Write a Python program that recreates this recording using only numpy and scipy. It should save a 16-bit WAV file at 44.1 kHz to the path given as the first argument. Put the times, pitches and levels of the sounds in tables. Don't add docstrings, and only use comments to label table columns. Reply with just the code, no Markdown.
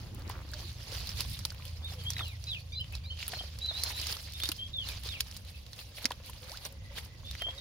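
import sys
import numpy as np
from scipy import signal
from scipy.fft import rfft, irfft, next_fast_len
from scipy.io import wavfile
from scipy.ndimage import uniform_filter1d, map_coordinates

SR = 44100
rng = np.random.default_rng(int(sys.argv[2]) if len(sys.argv) > 2 else 0)


def transcribe(signal):
    frames = np.atleast_2d(signal).T
    limited = np.clip(frames, -1, 1)
    pcm = np.round(limited * 32767).astype(np.int16)
    wavfile.write(sys.argv[1], SR, pcm)


def natural_amplitude(level_db):
    exponent = np.asarray(level_db, float) / 20
    return 10 ** exponent


N = 335326

# (time [s], fade time [s], leaves level [dB], root fizz over leaves [dB])
PULLS = [(.0, 0.22, -64, -4), (.3, 0.045, -56, -16), (.62, 0.31, -55.5, -5.5), (.95, 0.26, -49, -4),
         (1.2, 0.26, -50.5, -3), (1.46, 0.068, -55, -5), (1.67, 0.092, -54.5, -2.5),
         (1.93, 0.12, -57.5, -1.5), (2.13, 0.29, -54, -3), (2.5, 0.21, -60, -4.5), (2.94, 0.051, -54.5, -6),
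         (3.22, 0.061, -49, -9), (3.34, 0.33, -54.5, -6), (3.82, 0.33, -49, -7), (3.99, 0.29, -46.5, -4.5),
         (4.11, 0.12, -45, -1), (4.443, 0.12, -46, -2), (4.89, 0.064, -46.5, -5.5),
         (5.079, 0.14, -49, -4.5), (5.28, 0.77, -61.5, -1), (5.787, 0.1, -55, 0),
         (5.98, 0.088, -54.5, -0.5), (6.295, 0.13, -57.5, -0.5), (6.529, 0.13, -51.5, -2),
         (6.661, 0.024, -51, 2), (6.983, 0.059, -51.5, -0.5), (7.35, 0.15, -54.5, -6.5),
         (7.6, 0.15, -58, -5)]


def plants():
    shake = wobble(35)
    return mud_smacks(shake) + leaves(shake) + root_fizz(shake)


def leaves(shake):
    # (frequency [Hz], level [dB per Hz])
    colour = [(700, -18), (1200, -18), (1700, -8), (2600, -2), (3500, 0.5), (4500, 4), (5900, -5.5),
              (7600, -11.5), (10000, -83)]
    level_db = swells([row[:3] for row in PULLS], idle_db=-71.5)
    grains = crackle(count=3000, hz=4170, octaves=0.52, cycles=10.4, spread_db=1.0)
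    rustle = rush(colour, patchy_db=3.5) + 0.6 * grains
    return natural_amplitude(level_db + 4.5 + 2.34 * shake) * rustle


def root_fizz(shake):
    # (frequency [Hz], level [dB per Hz])
    colour = [(6000, -64), (8000, -8.5), (9500, 0.5), (11500, -2), (13000, -4.5), (15600, -10),
              (16800, -25)]
    efforts = [(s, 0.85 * fade_s, db + over_db) for s, fade_s, db, over_db in PULLS]
    level_db = swells(efforts, idle_db=-72)
    grains = crackle(count=1200, hz=11000, octaves=.5, cycles=2.5, spread_db=5.2)
    ticks = filtered(grains, lambda hz: natural_amplitude(along(colour, hz)))
    hiss = rush(colour, patchy_db=3.5)
    return natural_amplitude(level_db - 1.0 + 2.3 * shake) * (hiss + 0.66 * unit(ticks))


def mud_smacks(shake):
    # (time [s], fade time [s], level [dB])
    smacks = [(0, 0.2, -54), (.3, 0.17, -47.5), (.62, 0.073, -51), (.95, 0.45, -53), (1.55, 0.12, -59),
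              (1.92, 0.43, -56.5), (2.2, 0.043, -46), (2.94, 0.2, -59), (3.34, 0.076, -48),
              (3.84, 0.31, -49), (4.11, 0.072, -47.5), (4.44, 0.092, -56), (4.88, 0.059, -49.5),
              (5.18, 0.35, -58), (5.79, 0.039, -54.5), (6.05, 0.17, -54.5), (6.5, 0.22, -53),
              (6.66, 0.011, -45), (6.98, 0.13, -52.5), (7.49, 0.12, -52)]
    # (frequency [Hz], level [dB per Hz])
    colour = [(200, -70), (400, -7), (900, -2), (1500, -5.5), (2200, -5), (4000, -24.5)]
    level_db = swells(smacks, idle_db=-69.0)
    grains = crackle(count=900, hz=1020, octaves=1.0, cycles=2.2, spread_db=-4.0)
    mud = rush(colour, patchy_db=4.0) + .5 * grains
    return natural_amplitude(level_db - 2.5 + 0.83 * shake) * mud


def snaps():
    # (time [s], peak level [dB], ring frequency [Hz], crack level [dB])
    stems = [(0.54, -28.5, 4300, -36), (1.0915, -26.5, 4900, -22), (1.2063, -23.5, 4300, -8),
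             (1.3907, -29, 4700, -15.5), (1.4527, -21, 4380, -13), (1.503, -32, 4650, -32),
             (2.1036, -24.5, 5700, -13), (2.134, -28.5, 4600, -29), (2.4408, -40, 5500, -32),
             (2.952, -28.5, 4140, -21), (3.32, -28.5, 4600, -28), (3.5877, -33.5, 4450, -11.5),
             (3.8358, -18.5, 4800, -11), (4.0142, -24, 4760, -21), (4.0692, -22, 4530, -19),
             (4.1254, -26.5, 4600, -23), (4.4353, -20, 3700, -15), (4.4557, -24.5, 3600, -19),
             (4.4892, -19.5, 4330, -14), (5.035, -37, 3970, -11), (5.0886, -26, 3770, -32),
             (5.2060, -15.5, 4400, -16), (5.3125, -33.5, 5150, -22), (5.3655, -32, 4530, -17),
             (5.7317, -31, 4260, -27), (6.044, -24, 4100, -33), (6.0545, -12.5, 4960, -22),
             (6.1055, -30.5, 4100, -26), (6.651, -27.5, 5900, -15), (7.3118, -27.5, 3900, -17)]
    # (time [s], peak level [dB], ring frequency [Hz], crack level [dB])
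    roots = [(0.2965, -41, 2270, -5.5), (1.072, -28, 4200, -16), (1.6527, -36, 3200, -9),
             (2.8432, -36.5, 2710, -37), (2.9243, -42, 2600, -8), (3.174, -35, 2870, -35),
             (3.203, -32, 3160, -31), (3.2276, -24, 2660, -31), (3.2797, -30.5, 3150, -1),
             (3.2873, -36, 3020, -4), (3.6607, -31, 3940, -20), (4.401, -28, 3050, -17),
             (4.5172, -22.5, 3080, -11.5), (4.8876, -24, 3500, -18), (5.449, -40.5, 3850, -15),
             (5.7902, -32.5, 2760, -26), (6.118, -27.5, 3170, -19), (6.965, -41, 2400, -18),
             (7.5094, -39, 3160, -30)]
    # (time [s], peak level [dB], ring frequency [Hz], crack level [dB])
    thick = [
        (1.5462, -40.5, 2470, -14),
        (2.166, -30, 1860, -23),
        (2.1928, -23.5, 2110, -40),
        (3.3364, -28, 1560, -20),
        (5.9832, -30.5, 2280, -24),
        (6.055, -18.5, 2240, -24),
        (6.9842, -27, 2050, -30),
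        (7.3514, -32, 1620, -30),
        (7.42, -24.5, 2000, -19.5),
    ]
    out, t = np.zeros((2, N)), np.arange(2048) / SR
    f = np.fft.rfftfreq(2048, 1 / SR)
    delayed = lambda s: np.exp(-2j * np.pi * f * s)
    stalk = lambda hz, wide: 1j * f * wide / (hz * hz - f * f + 1j * f * wide)
    fade = (natural_amplitude(-60 * t / 0.0061) + 0.36 * natural_amplitude(-60 * t / 0.034)) * (1 - np.exp(-t / 0.0011))
    for s, db, hz, crack_db in stems + roots + thick:
        noise = rng.standard_normal((3, 2048))
        tearing = (1.5 * noise[0] + 2.04 * noise[1:]) * fade
        burst = rfft(tearing) + 9 * delayed(.0003)
        burst = burst * delayed(np.array([[0], [.00003]]))
        body = 0.36 * stalk(3000, 4400) / (1 + 0.51 * hz / (1j * f + 1)) ** 2
        ring = irfft(burst * (stalk(hz, 0.26 * hz) - body) / (1 + 1j * f / 8000) ** 3)
        crack = irfft(burst * stalk(11140, 4000) ** 2)
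        sound = ring / abs(ring).max() + natural_amplitude(crack_db + 12.5) * crack / abs(crack).max()
        add(out, natural_amplitude(db + 0.5) * sound, s)
    return out


def fibres():
    # (time [s], peak level [dB], frequency [Hz])
    single = [(0.0328, -43, 4250), (0.2209, -39.5, 4440), (0.2777, -36, 4330), (0.3114, -34.5, 4420),
              (0.4903, -39, 4880), (0.5362, -29, 4700), (0.606, -35, 4750), (0.919, -30, 4850),
              (0.9555, -37, 4410), (1.2062, -20.5, 4530), (1.3608, -64, 4860), (1.4512, -14.5, 4160),
              (1.504, -30, 4600), (1.6232, -35, 2570), (1.6801, -35, 4550), (2.1036, -25, 5460),
              (2.183, -24.5, 3880), (2.4404, -29.5, 5300), (2.547, -33, 2840), (2.8804, -46, 4760),
              (2.9241, -46, 2570), (3.1627, -52, 2570), (3.1756, -49, 2880), (3.2236, -44, 2800),
              (3.232, -33, 3200), (3.2667, -30, 4530), (3.294, -30, 4040), (3.6129, -36, 3890),
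              (3.9993, -25, 4830), (4.0146, -26, 4640), (4.1249, -25, 4600), (4.1684, -26.5, 4450),
              (4.2755, -40.5, 2080), (4.2854, -39, 2050), (4.3225, -35, 4790), (4.335, -33, 3640),
              (4.4022, -35, 3060), (4.4574, -26, 3800), (4.5645, -33, 4720), (4.6123, -39, 3280),
              (4.977, -36, 3490), (5.036, -33, 4000), (5.1394, -32.5, 2470), (5.2693, -37, 5080),
              (5.3244, -34, 3310), (5.665, -34.5, 3900), (6.27, -45, 4560), (6.333, -35.5, 2820),
              (6.4313, -38, 3190), (6.4956, -32, 4500), (6.5181, -28, 4800), (6.573, -27.5, 4100),
              (6.9636, -35.5, 2430), (7.1487, -48, 2290), (7.3517, -37, 1960), (7.5082, -34, 3160),
              (7.5502, -39, 5030),
              (5.2036, -24, 3600),
        (5.2063, -18, 3300),
        (3.196, -36, 2900),
        (3.211, -36, 3200),
        (3.217, -38, 2600),
        (3.241, -37, 2700),
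        (3.3705, -38, 4300),
        (.2992, -33, 1030),
        (3.205, -35, 2500),
        (3.19, -40, 2450),
    ]
    creak = [(.3415 + k * .0118 * (1 + k / 100), -39, 1400 - k * 60) for k in range(7)]
    out, t = np.zeros((2, N)), np.arange(768) / SR
    lag = np.array([[0], [.00003]])  # left, right [s]
    for s, db, hz in single + creak:
        rise_s = 0.00029 * np.sqrt(4500 / hz)
        u = np.maximum(t - lag, 0) / rise_s
        click = (u * np.exp(1 - u)) ** 2 * np.sin(2 * np.pi * hz * (t - lag))
        wisp = signal.lfilter(*signal.iirpeak(hz, 2, SR), rng.standard_normal((2, 768)))
        add(out, natural_amplitude(db - 2) * (click + 0.86 * wisp * natural_amplitude(-60 * t / 0.019)), s)
    return out


def root_hairs():
    # (time [s], peak level [dB])
    hairs = [(0.1464, -36), (0.1935, -43), (0.2942, -33.5), (0.4165, -51), (0.5152, -39), (0.7282, -45),
             (1.1737, -44), (1.2965, -33.5), (1.5224, -41), (1.8457, -39), (2.0383, -45), (2.2807, -35.5),
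             (2.8025, -44), (2.81, -43), (3.0624, -47), (3.1911, -44), (4.2263, -36), (4.335, -34),
             (4.7706, -41), (5.0729, -41), (5.3692, -32), (6.0327, -43), (6.2612, -38), (6.2975, -32),
             (6.4203, -43), (6.7236, -40), (7.0484, -37)]
    out, t = np.zeros((2, N)), np.arange(768) / SR
    high = signal.butter(2, [7000, 15000], "band", fs=SR)
    fade = natural_amplitude(-60 * t / 0.016) * (1 - np.exp(-t / 0.0007))
    for s, db in hairs:
        spit = signal.lfilter(*high, rng.standard_normal((2, 768))) * fade
        add(out, natural_amplitude(db - 2.5) * spit / abs(spit).max(), s)
    return out


def pops():
    # (time [s], peak level [dB], frequency [Hz])
    pockets = [(0.299, -27.5, 950), (0.449, -35.5, 277), (0.535, -29.5, 1530), (0.923, -30.5, 490),
               (1.208, -35, 920), (1.452, -32, 887), (2.191, -39, 1240), (3.334, -26, 677),
               (3.409, -33, 706), (3.438, -35.5, 570), (3.712, -32, 624), (3.904, -33.5, 940),
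               (4.432, -37, 312), (4.492, -23, 298), (5.059, -34.5, 456), (6.051, -19.5, 241),
               (6.109, -21, 930), (6.295, -33.5, 950), (6.655, -34, 566), (6.979, -35, 1540),
               (7.485, -30.5, 635), (7.419, -25, 643), (7.467, -34, 596), (0.896, -37, 427),
               (1.251, -41, 1030), (1.52, -38, 1410), (1.599, -40.5, 1110), (1.921, -38, 754),
               (2.208, -28, 1230), (3.283, -41, 1270), (3.369, -35, 583), (4.098, -36, 1480),
               (4.167, -35.5, 1241), (5.19, -46, 545), (5.919, -47, 510), (5.985, -40, 600),
               (6.019, -43, 600), (6.201, -40, 530), (7.233, -43, 1010), (7.49, -42, 1140)]
    out, t = np.zeros((2, N)), np.arange(2048) / SR
    dull = signal.butter(2, [200, 1800], "band", fs=SR)
    for s, db, hz in pockets:
        cycles = hz * t * (1 + 0.0068 * hz * t)
        splat = signal.lfilter(*dull, rng.standard_normal(2048)) * natural_amplitude(-60 * t / 0.05)
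        ring = natural_amplitude(-1.2 * cycles - 60 * t / 0.041) * np.sin(2 * np.pi * cycles)
        add(out, natural_amplitude(db - 3.0) * (1 - np.exp(-1.2 * cycles)) * (ring + 0.99 * splat), s - .001)
    return out


def gurgles():
    # (time [s], length [s], start frequency [Hz], end frequency [Hz], level [dB])
    holes = [(6.497, .07, 480, 1850, -48), (1.58, .15, 1000, 1050, -65), (1.95, .08, 520, 450, -54),
             (.15, .17, 270, 305, -55), (.615, .06, 335, 350, -54), (.35, .08, 540, 510, -58),
             (.52, .07, 600, 610, -55), (6.41, .07, 500, 520, -55), (6.68, .14, 560, 520, -62),
             (6.89, .07, 560, 570, -59), (7.52, .09, 520, 600, -55)]
    out = np.zeros((2, N))
    for hole in holes:
        add(out, whistle(note(*hole), 0.0039, rough_db=3.0).real, hole[0])
    return out


def birds():
    out = np.zeros((2, N))
    for call in song():
        high = np.interp(call[:, 1].mean(), (3800, 3900), [0, 1])
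        half_phase = (1.1 + (.4 - 1.1) * high) * np.array([[-1], [1]])
        ports = (whistle(call, 0.002, rough_db=3.5) * np.exp(1j * half_phase)).real
        add(out, ports * natural_amplitude([[0.4], [0.1]]) * natural_amplitude(-4.5 * high), call[0][0])
    t = np.arange(SR // 3) / SR
    banks = rng.standard_normal((2, len(t))) * (natural_amplitude(-60 * t / 0.25) + 2.5 * natural_amplitude(-60 * t / 0.07))
    echo = signal.fftconvolve(out, banks / np.linalg.norm(banks[0]), axes=1)[:, :N]
    return out + natural_amplitude(-4) * echo


def song():
    # (time [s], length [s], start frequency [Hz], end frequency [Hz], level [dB])
    slides = [(2.155, .125, 3970, 2650, -39), (2.232, .09, 4250, 3560, -46), (2.29, .07, 2550, 1870, -52),
              (4.732, .12, 3700, 2800, -35), (4.81, .065, 4400, 3700, -47), (4.89, .047, 2520, 2230, -46),
              (3.675, .045, 3990, 3460, -36), (2.92, .035, 2690, 2480, -48), (7.577, .04, 3850, 3550, -39),
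              (2.05, .055, 3150, 3420, -37), (4.582, .09, 3150, 3320, -38), (7.405, .115, 3150, 3270, -34)]
    # (time [s], length [s], start frequency [Hz], end frequency [Hz], level [dB])
    dives = [
        (2.468, .125, 4020, 2430, -38),
        (5.08, .115, 3750, 2250, -41),
    ]
    # (time [s], length [s], start frequency [Hz], end frequency [Hz], level [dB])
    lifts = [(4.415, .055, 3450, 3700, -33), (7.245, .08, 3480, 3620, -45), (2.72, .035, 3500, 3800, -44),
             (2.748, .06, 3950, 4050, -37), (3.045, .09, 3630, 4400, -43), (3.352, .036, 4190, 4230, -36),
             (3.612, .08, 3860, 4010, -33), (3.67, .05, 4150, 4200, -35), (3.725, .1, 3480, 4130, -37),
             (3.81, .1, 4090, 4200, -35), (3.93, .09, 3750, 4030, -40), (2.74, .06, 3500, 3560, -48),
             (4.34, .045, 3550, 3650, -44), (3.322, .035, 4900, 4050, -42), (3.188, .025, 3000, 2750, -44),
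             (2.72, .02, 5800, 6150, -54), (5.54, .045, 2600, 2680, -52), (2.77, .06, 4750, 4980, -47),
             (1.985, .06, 3320, 3150, -51)]
    # (time [s], length [s], top frequency [Hz], level [dB])
    chips = [
        (1.825, .08, 3700, -43),
        (2.793, .037, 3080, -38),
        (3.1, .038, 3140, -39),
        (3.387, .03, 3200, -38),
    ]
    # (time [s], length [s], top frequency [Hz], level [dB])
    peeps = [
        (2.465, .045, 2600, -54),
        (2.72, .035, 2400, -50),
        (3.035, .03, 2400, -53),
        (5.06, .03, 2460, -53),
    ]
    kinds = [(slides, (.6, 1.3)), (dives, (.54, 2.2)), (lifts, (.25, 1.3))]
    notes = [note(*row, shape=shape) for rows, shape in kinds for row in rows]
    octaves = [(s, length, 2 * hz, db + 6.5) for s, length, hz, db in peeps]
    arches = chips + peeps + octaves
    return notes + [note(s, length, hz, hz, db, arch=0.087) for s, length, hz, db in arches]


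def insect():
    # (time [s], fade time [s], level [dB])
    chirrs = [
        (6.62, .15, -65),
        (6.86, .3, -62),
        (7.12, .15, -63),
        (7.52, .15, -61),
    ]
    # (frequency [Hz], level [dB per Hz])
    band = [(1750, -60), (1930, 0), (2080, 0), (2300, -60)]
    return natural_amplitude(swells(chirrs, idle_db=-90)) * rush(band, patchy_db=5.0)


def engine():
    # (time [s], firing frequency [Hz], load level [dB])
    run = [
        (0.0, 28.65, -52.5),
        (1.46, 29.22, -50),
        (1.82, 26.94, -49.5),
        (1.98, 28.65, -46.5),
        (3.43, 26.07, -55),
        (4.33, 24.56, -54),
        (5.6, 22.23, -67),
    ]
    orders = [-5, -12.5, -1.5, -9.5, -15]
    hz, load_db = curves(run)
    turns = 2 * np.pi * np.cumsum(hz) / SR
    gone_db = -25 * np.clip(np.arange(N) / SR - run[-1][0], 0, 1)
    out = np.zeros(N)
    for order, db in enumerate(orders, start=2):
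        boom_db = 21 * np.exp(-((order * hz - 78.3) / 11.5) ** 2)
        level_db = load_db + db + boom_db + 2.0 + gone_db + 2.8 * wobble(5.23)
        out += natural_amplitude(level_db) * np.sin(order * turns + 0.27 * wobble(4.09))
    return out


def wind():
    # (time [s], level [dB])
    steady = [
        (0, -37),
        (1.3, -34.5),
        (1.7, -38.5),
        (5, -37.5),
        (7.6, -39),
    ]
    # (frequency [Hz], level [dB per Hz])
    low = [(13, -76), (22, -17), (65, 6.5), (108, 0), (125, -5.5), (243, -19), (400, -31), (520, -48),
           (880, -120)]
    # (time [s], level [dB])
    gusts = [
        (0, -59),
        (.22, -55),
        (.7, -66.5),
        (1.5, -96),
        (3.8, -77),
        (4.1, -66.5),
        (4.6, -77),
        (7.6, -71),
    ]
    # (frequency [Hz], level [dB per Hz])
    flap = [(90, -44), (170, -5.5), (300, -3.5), (450, -14.5), (900, -62)]
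    rumble = natural_amplitude(curves(steady)[0] - 8.5 + 1.9 * wobble(6)) * rush(low, patchy_db=0.65)
    return rumble + natural_amplitude(curves(gusts)[0] + 2.4 * wobble(24)) * rush(flap, patchy_db=-0.5)


def field_hush():
    # (frequency [Hz], level [dB per Hz])
    colour = [(150, -30), (250, -35), (425, -8.5), (516, 2), (889, -14.5), (1100, -9), (1330, -26),
              (2640, -6), (3490, -7), (7000, -14.5), (9100, -62), (15400, -120)]
    return natural_amplitude(-61.5 + 0.49 * wobble(3.6)) * rush(colour, patchy_db=2.5)


def whistle(rows, edge_s, rough_db):
    s, hz, db = np.transpose(rows)
    t = np.arange(s[0], s[-1], 1 / SR)
    knot_s = np.arange(60) * .0035
    flutter, waver = (np.interp(t - s[0], knot_s, knots) for knots in rng.standard_normal((2, 60)))
    edge = np.clip(np.minimum(t - s[0], s[-1] - t) / edge_s, 0, 1)
    pitch = np.interp(t, s, hz) * (1 + 0.0075 * waver)
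    return natural_amplitude(np.interp(t, s, db) + rough_db * flutter) * edge * np.exp(2j * np.pi * np.cumsum(pitch) / SR)


def note(s, length, from_hz, to_hz, db, shape=(.6, 1.3), arch=0):
    u = np.linspace(0, 1, 14)
    half, steep = shape
    done, left = (u / half) ** steep, ((1 - u) / (1 - half)) ** steep
    hz = from_hz + (to_hz - from_hz) * done / (done + left)
    sag = 1 - arch * (2 * u - 1) ** 2
    quieter_db = np.interp(u, [0, .45, 1], [7 ** .5, 0, 13 ** .5]) ** 2
    return np.transpose([s + length * u, hz * sag, db - quieter_db])


def crackle(count, hz, octaves, cycles, spread_db):
    when, tone, size, side = rng.random((count, 4)).T
    clump = np.cumsum(natural_amplitude(7 * wobble(30)))
    start = np.interp(when, clump / clump[-1], np.arange(N)).astype(int)
    pitch = np.clip(hz * 2 ** (octaves * (2 * tone - 1)), 100, 15000)[:, None]
    turns = pitch * np.arange(200) / SR
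    level_db = -spread_db * np.log(0.084 + size)[:, None]
    grains = natural_amplitude(level_db - 60 * turns / cycles) * np.sin(2 * np.pi * turns)
    lag = (8 * side - 5).astype(int)

    def place(at):
        spots = np.clip(at, 0, N)[:, None] + np.arange(200)
        return np.bincount(spots.ravel(), grains.ravel(), N + 201)[:N]

    return unit(np.array([place(start + lag), place(start)]))


def rush(spectrum, patchy_db):
    # (frequency [Hz], left-right likeness [0 to 1])
    alike = [(30, 1), (90, 0.96), (200, 0.83), (550, 0.52), (1650, 0.023), (4970, 0.022), (15000, 0.018)]
    z = signal.stft(rng.standard_normal((2, N)), nperseg=256)[2]
    patches = uniform_filter1d(rng.standard_normal(z.shape[1:]), size=5, axis=0)
    patches = unit(uniform_filter1d(patches, size=5, axis=1))
    pair = signal.istft(z * natural_amplitude(patchy_db * patches), nperseg=256)[1][:, :N]

    def mid_side(hz):
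        turn = np.arccos(np.clip(along(alike, hz), -1, 1)) / 2
        return natural_amplitude(along(spectrum, hz)) * [np.cos(turn), np.sin(turn)]

    mid, side = filtered(pair, mid_side)
    return unit(np.array([mid + side, mid - side]))


def swells(rows, idle_db):
    s, fade_s, db = np.transpose(rows)[..., None]
    t = np.arange(0, N + 64, 64) / SR
    away = np.maximum(t - s, (s - t) / 0.67)
    power = natural_amplitude(2 * idle_db) + natural_amplitude(2 * (db - 11.5 * away / fade_s)).sum(axis=0)
    return np.interp(np.arange(N) / SR, t, 10 * np.log10(power))


def unit(x):
    return x / np.sqrt(np.mean(x ** 2) + 1e-20)


def along(points, hz):
    f, v = np.transpose(points)
    return np.interp(np.log(hz + 1), np.log(f + 1), v)


def curves(rows):
    s, *cols = np.transpose(rows)
    return [np.interp(np.arange(N) / SR, s, c) for c in cols]


def wobble(rate):
    knots = rng.standard_normal(int(N * rate / SR) + 4)
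    return map_coordinates(knots, [np.arange(N) * rate / SR])


def filtered(x, response):
    m = next_fast_len(N + 8192)
    return irfft(rfft(x, m) * response(np.fft.rfftfreq(m, 1 / SR)), m)[..., :N]


def add(track, sound, s):
    part = track[:, round(s * SR):][:, :sound.shape[-1]]
    part += sound[..., :part.shape[1]]


def scene():
    hands = plants() + snaps() + fibres() + root_hairs() + pops() + gurgles()
    return hands + birds() + insect() + engine() + wind() + field_hush()


def band_limit(x):
    return signal.sosfilt(signal.butter(12, 17010, fs=SR, output="sos"), x)


def record(dry):
    # (frequency [Hz], left over right [dB])
    balance = [(60, -1), (900, 0.6), (2400, -0.5), (3700, -1.5), (5000, -7.5), (8000, -1.5), (11500, -3),
               (14500, 16)]
    halves = np.array([[.5], [-.5]])
    mix = filtered(dry, lambda hz: natural_amplitude(along(balance, hz) * halves - 32 * (hz > 15850)))
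    return band_limit(mix)


dry = scene()
out = record(dry)
transcribe(out)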